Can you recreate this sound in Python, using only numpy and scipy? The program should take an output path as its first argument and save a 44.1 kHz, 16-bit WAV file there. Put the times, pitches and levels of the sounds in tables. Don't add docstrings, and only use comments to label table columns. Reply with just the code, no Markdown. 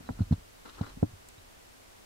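import sys
import numpy as np
from scipy import signal
from scipy.fft import rfft, irfft
from scipy.io import wavfile

SR = 44100
rng = np.random.default_rng(int(sys.argv[2]) if len(sys.argv) > 2 else 0)


def bounce(signal):
    frames = np.transpose(np.atleast_2d(signal))
    limited = np.clip(frames, -1, 1)
    pcm = np.round(limited * 32767).astype(np.int16)
    wavfile.write(sys.argv[1], SR, pcm)


N = 90404
T = np.arange(N) / SR

# (frequency [Hz], relative level per Hz [dB])
HISS_SHARED = [(15, -5), (34, 4.5), (55, -4), (90, -2.5), (128, -14), (250, -10), (700, -11.5), (1100, -14),
               (4000, -18.5), (8000, -21), (12500, -25), (15700, -28.5)]
# (frequency [Hz], relative level per Hz [dB])
HISS_OPPOSED = [(20, -20), (60, -6), (130, -2.5), (220, 2), (620, 0.5), (1100, -3), (4000, -11.5),
                (8000, -14.5), (12500, -19), (15700, -26)]
HISS_SHARED_DB, HISS_OPPOSED_DB = -58.5, -57
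WHINE_HZ, WHINE_BEAT_HZ, WHINE_PEAK_DB = 7812.5, 25, -82

# (time [s], level [dB])
GRIP_LEVEL = [(0, -52), (0.15, -52.5), (0.36, -47), (0.48, -65.5), (0.74, -64), (0.85, -48.5), (0.91, -56),
              (1.07, -48.5), (1.18, -62.5), (1.45, -68), (2.05, -75)]
# (frequency [Hz], relative level per Hz [dB])
GRIP_COLOUR = [(20, -2.5), (42, 9.5), (60, -2.5), (92, 5.5), (140, -8), (260, -10), (450, -40)]

# (time [s], thump strength [dB], width of the soft push [ms],
# clack strength [dB], pitch of the clack [Hz], lean: up on the left and down on the right [dB])
JOLTS = [(0.006, -42, 0.57, -38, 300, 3), (0.011, -56, 3.6, -42.5, 400, -1),
         (0.0906, -28.5, 1, -24.5, 970, -0.5), (0.0941, -27.5, 0.66, -30, 334, 0),
         (0.098, -33, 0.5, -45, 400, -3), (0.106, -21.5, 1.4, -36.5, 440, 9),
         (0.122, -39.5, 0.67, -43, 300, 2), (0.174, -36.5, 1.6, -65, 300, 0),
         (0.192, -30.5, 0.82, -33, 353, -0.5), (0.207, -12.5, 1.08, -31.5, 342, 4.5),
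         (0.2167, -10.5, 1.48, -36.5, 456, -2), (0.3119, -10.5, 1.046, -28.5, 335, 3),
         (0.3252, -7.5, 1.114, -24, 473, 2), (0.381, -40.5, 1.1, -58, 400, -2),
         (0.812, -15.5, 1.066, -25.5, 540, 3), (0.843, -28, 3.2, -57, 500, -8),
         (0.972, -35.5, 0.67, -34.5, 282, 3), (1.0291, -10.5, 0.91, -11.5, 356, 0),
         (1.0295, -53, 1.1, -26.5, 720, 3), (1.074, -37, 2.4, -57, 300, -5),
         (1.135, -28, 2.1, -58, 350, 8.5), (1.381, -36, 2.1, -56, 350, 4)]
# (frequency [Hz], relative level [dB], time to fall 60 dB [s])
BODY_TONES = [(95.2, 1.5, 0.057), (168.2, 3.5, 0.0314), (240.2, 4.5, 0.0342)]
# (frequency [Hz], relative level [dB], time to fall 60 dB [s])
SHELL_TONES = [(301.3, 3, 0.057), (422, 0, 0.023), (482, -11, 0.029), (571, -11, 0.052), (696, -2.5, 0.033),
               (787, -7.5, 0.042), (965, -7, 0.054), (1345, -3.5, 0.032), (1530, -13, 0.04),
               (1890, -18, 0.044)]
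BASS_CUT_HZ, BODY_LEAD_RAD, SHELL_LEAD_RAD = 94.6, 0.17, 1.96

# (time of the peak [s], rise [s], decay [s], scrape level [dB], crackle level [dB])
STROKES = [(0.075, 0.064, 0.02, -57.5, -70), (0.195, 0.011, 0.012, -49.5, -65),
           (0.22, 0.003, 0.012, -53, -57.5), (0.326, 0.0076, 0.011, -45, -58),
           (0.335, 0.001, 0.003, -60, -49), (0.658, 0.0042, 0.017, -42, -63),
           (0.696, 0.018, 0.012, -50, -55.5), (0.743, 0.0093, 0.032, -55, -57.5),
           (0.79, 0.015, 0.014, -47, -61), (0.813, 0.002, 0.0086, -52, -53),
           (0.835, 0.023, 0.033, -47, -69), (0.866, 0.031, 0.027, -48, -59.5),
           (0.9, 0.009, 0.022, -55.5, -57.5), (1.292, 0.003, 0.015, -74, -60)]
# (frequency [Hz], relative level per Hz [dB])
SCRAPE_COLOUR = [(100, -13), (300, 6), (600, -6), (1000, -1), (1350, 2.5), (1800, -8), (2400, -17),
                 (5000, -20), (16000, -47)]
# (frequency [Hz], relative level per Hz [dB])
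CRACKLE_COLOUR = [(500, -30), (2200, -7), (3000, -1.5), (3900, -0.5), (4600, -6), (6500, -9), (9000, -25),
                  (16000, -39)]
SCRAPES_PER_S, CRACKLES_PER_S = 2200, 1000
GRAIN_SPREAD_DB, SCRAPE_LEAN_DB = 3.5, 2

# (time of the peak [s], half length [s], level [dB], frequency [Hz])
LOOSE_RINGS = [(0.076, 0.012, -60, 3980), (0.123, 0.0059, -64, 4100), (0.223, 0.006, -58, 4110),
               (0.329, 0.0044, -52.5, 4150), (0.338, 0.0021, -60, 3680), (0.816, 0.0038, -51, 4030),
               (0.7, 0.039, -67.5, 4030), (0.87, 0.026, -64.5, 4050), (1.386, 0.007, -62, 3820)]
RING_HALF_WIDTH_HZ = 95

# (time [s], strength [dB])
SNAP_CLICKS = [(1.287, -41), (1.2885, -38.5), (1.2884, -51)]
# (frequency [Hz], relative level [dB], time to fall 60 dB [s])
SNAP_TONES = [(7400, 4, 0.0055), (8200, 6, 0.003), (11100, 7.5, 0.0015), (14800, 2, 0.002)]
SNAP_LEAD_RAD = 1.0

EDGE_HZ = 15780


def amp(db):
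    return 10 ** (np.asarray(db) / 20)


def unit(x):
    return x / np.sqrt(np.mean(x ** 2) + 1e-20)


def colour(x, points):
    hz, db = np.transpose(points)
    f = np.fft.rfftfreq(N, 1 / SR)
    level_db = np.interp(np.log(f + 1), np.log(hz + 1), db)
    return unit(irfft(rfft(x) * amp(level_db), N))


def hiss():
    shared = amp(HISS_SHARED_DB) * colour(rng.standard_normal(N), HISS_SHARED)
    opposed = amp(HISS_OPPOSED_DB) * colour(rng.standard_normal(N), HISS_OPPOSED)
    beat = np.cos(np.pi * WHINE_BEAT_HZ * T)
    whine = amp(WHINE_PEAK_DB) * np.sin(2 * np.pi * WHINE_HZ * T) * beat
    return np.array([shared + opposed, shared - opposed]) + whine


def grip():
    rumble = colour(rng.standard_normal(N), GRIP_COLOUR)
    low = signal.sosfilt(signal.butter(4, 600, fs=SR, output="sos"), rumble)
    level_db = np.interp(T, *np.transpose(GRIP_LEVEL))
    return amp(level_db) * low


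def pan(db):
    return amp([[db], [-db]])


def ring(drive, tones, lead):
    t = T[:N // 8]
    turn = sum(amp(db - 60 * t / t60) * np.exp(2j * np.pi * hz * t) for hz, db, t60 in tones)
    turn /= np.sqrt(sum(amp(db) ** 2 for _, db, _ in tones))
    half_lead = .5j * lead * np.array([[1], [-1]])
    ears = (turn * np.exp(half_lead)).real
    return signal.fftconvolve(np.atleast_2d(drive), ears, axes=1)[:, :N]


def push(s, width):
    shape = np.exp(-.5 * ((T - s) / width) ** 2)
    return shape / (shape.sum() + 1e-20)


def tap(s, hz):
    u = (T - s) * 2 * np.pi * hz
    return -u * np.exp(-.5 * u ** 2) * hz / SR * np.sqrt(2 * np.pi * np.e)


def jolts():
    soft = sum(amp(db) * push(s, ms / 1000) for s, db, ms, *_ in JOLTS)
    hard = sum(pan(lean_db) * amp(db) * tap(s, hz) for s, _, _, db, hz, lean_db in JOLTS)
    thump = ring(-2 * soft, BODY_TONES, BODY_LEAD_RAD)
    clack = ring(-hard, SHELL_TONES, SHELL_LEAD_RAD)
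    bass_cut = signal.butter(2, BASS_CUT_HZ, "high", fs=SR, output="sos")
    return signal.sosfilt(bass_cut, thump + clack)


def grains(rate):
    size = amp(GRAIN_SPREAD_DB * np.minimum(rng.exponential(1, (2, N)), 4))
    sign = rng.choice([-1, 1], (2, N))
    present = rng.random((2, N)) < rate / SR
    return size * sign * present


def rustle():
    s, rise, decay, scrape_db, crackle_db = np.transpose(STROKES)[:, :, None]
    stroke = np.exp(-np.minimum(np.maximum((s - T) / rise, (T - s) / decay), 20))
    scrape_level = np.linalg.norm(amp(scrape_db) * stroke, axis=0)
    crackle_level = np.linalg.norm(amp(crackle_db) * stroke, axis=0)
    scrape = scrape_level * colour(grains(SCRAPES_PER_S), SCRAPE_COLOUR)
    crackle = crackle_level * colour(grains(CRACKLES_PER_S), CRACKLE_COLOUR)
    return pan(SCRAPE_LEAN_DB) * scrape + crackle


def loose_part():
    smooth = signal.butter(2, RING_HALF_WIDTH_HZ, fs=SR, output="sos")
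    a, b = signal.sosfilt(smooth, rng.standard_normal((2, N)))
    shake = unit(a) + 1j * unit(b)
    out = np.zeros(N)
    for s, half, db, hz in LOOSE_RINGS:
        swell = np.exp(-.5 * ((T - s) / half) ** 2)
        tone = (shake * np.exp(2j * np.pi * hz * T)).real
        out += amp(db) * swell * tone
    return out


def snap():
    clicks = np.zeros(N)
    for s, db in SNAP_CLICKS:
        clicks[round(s * SR)] += amp(db)
    return ring(clicks, SNAP_TONES, SNAP_LEAD_RAD)


def scene():
    return hiss() + grip() + jolts() + rustle() + loose_part() + snap()


def record(dry):
    low_pass = signal.firwin(511, EDGE_HZ, window=("kaiser", 9), fs=SR)
    return signal.oaconvolve(dry, low_pass[None], "same")


dry = scene()
out = record(dry)
bounce(out)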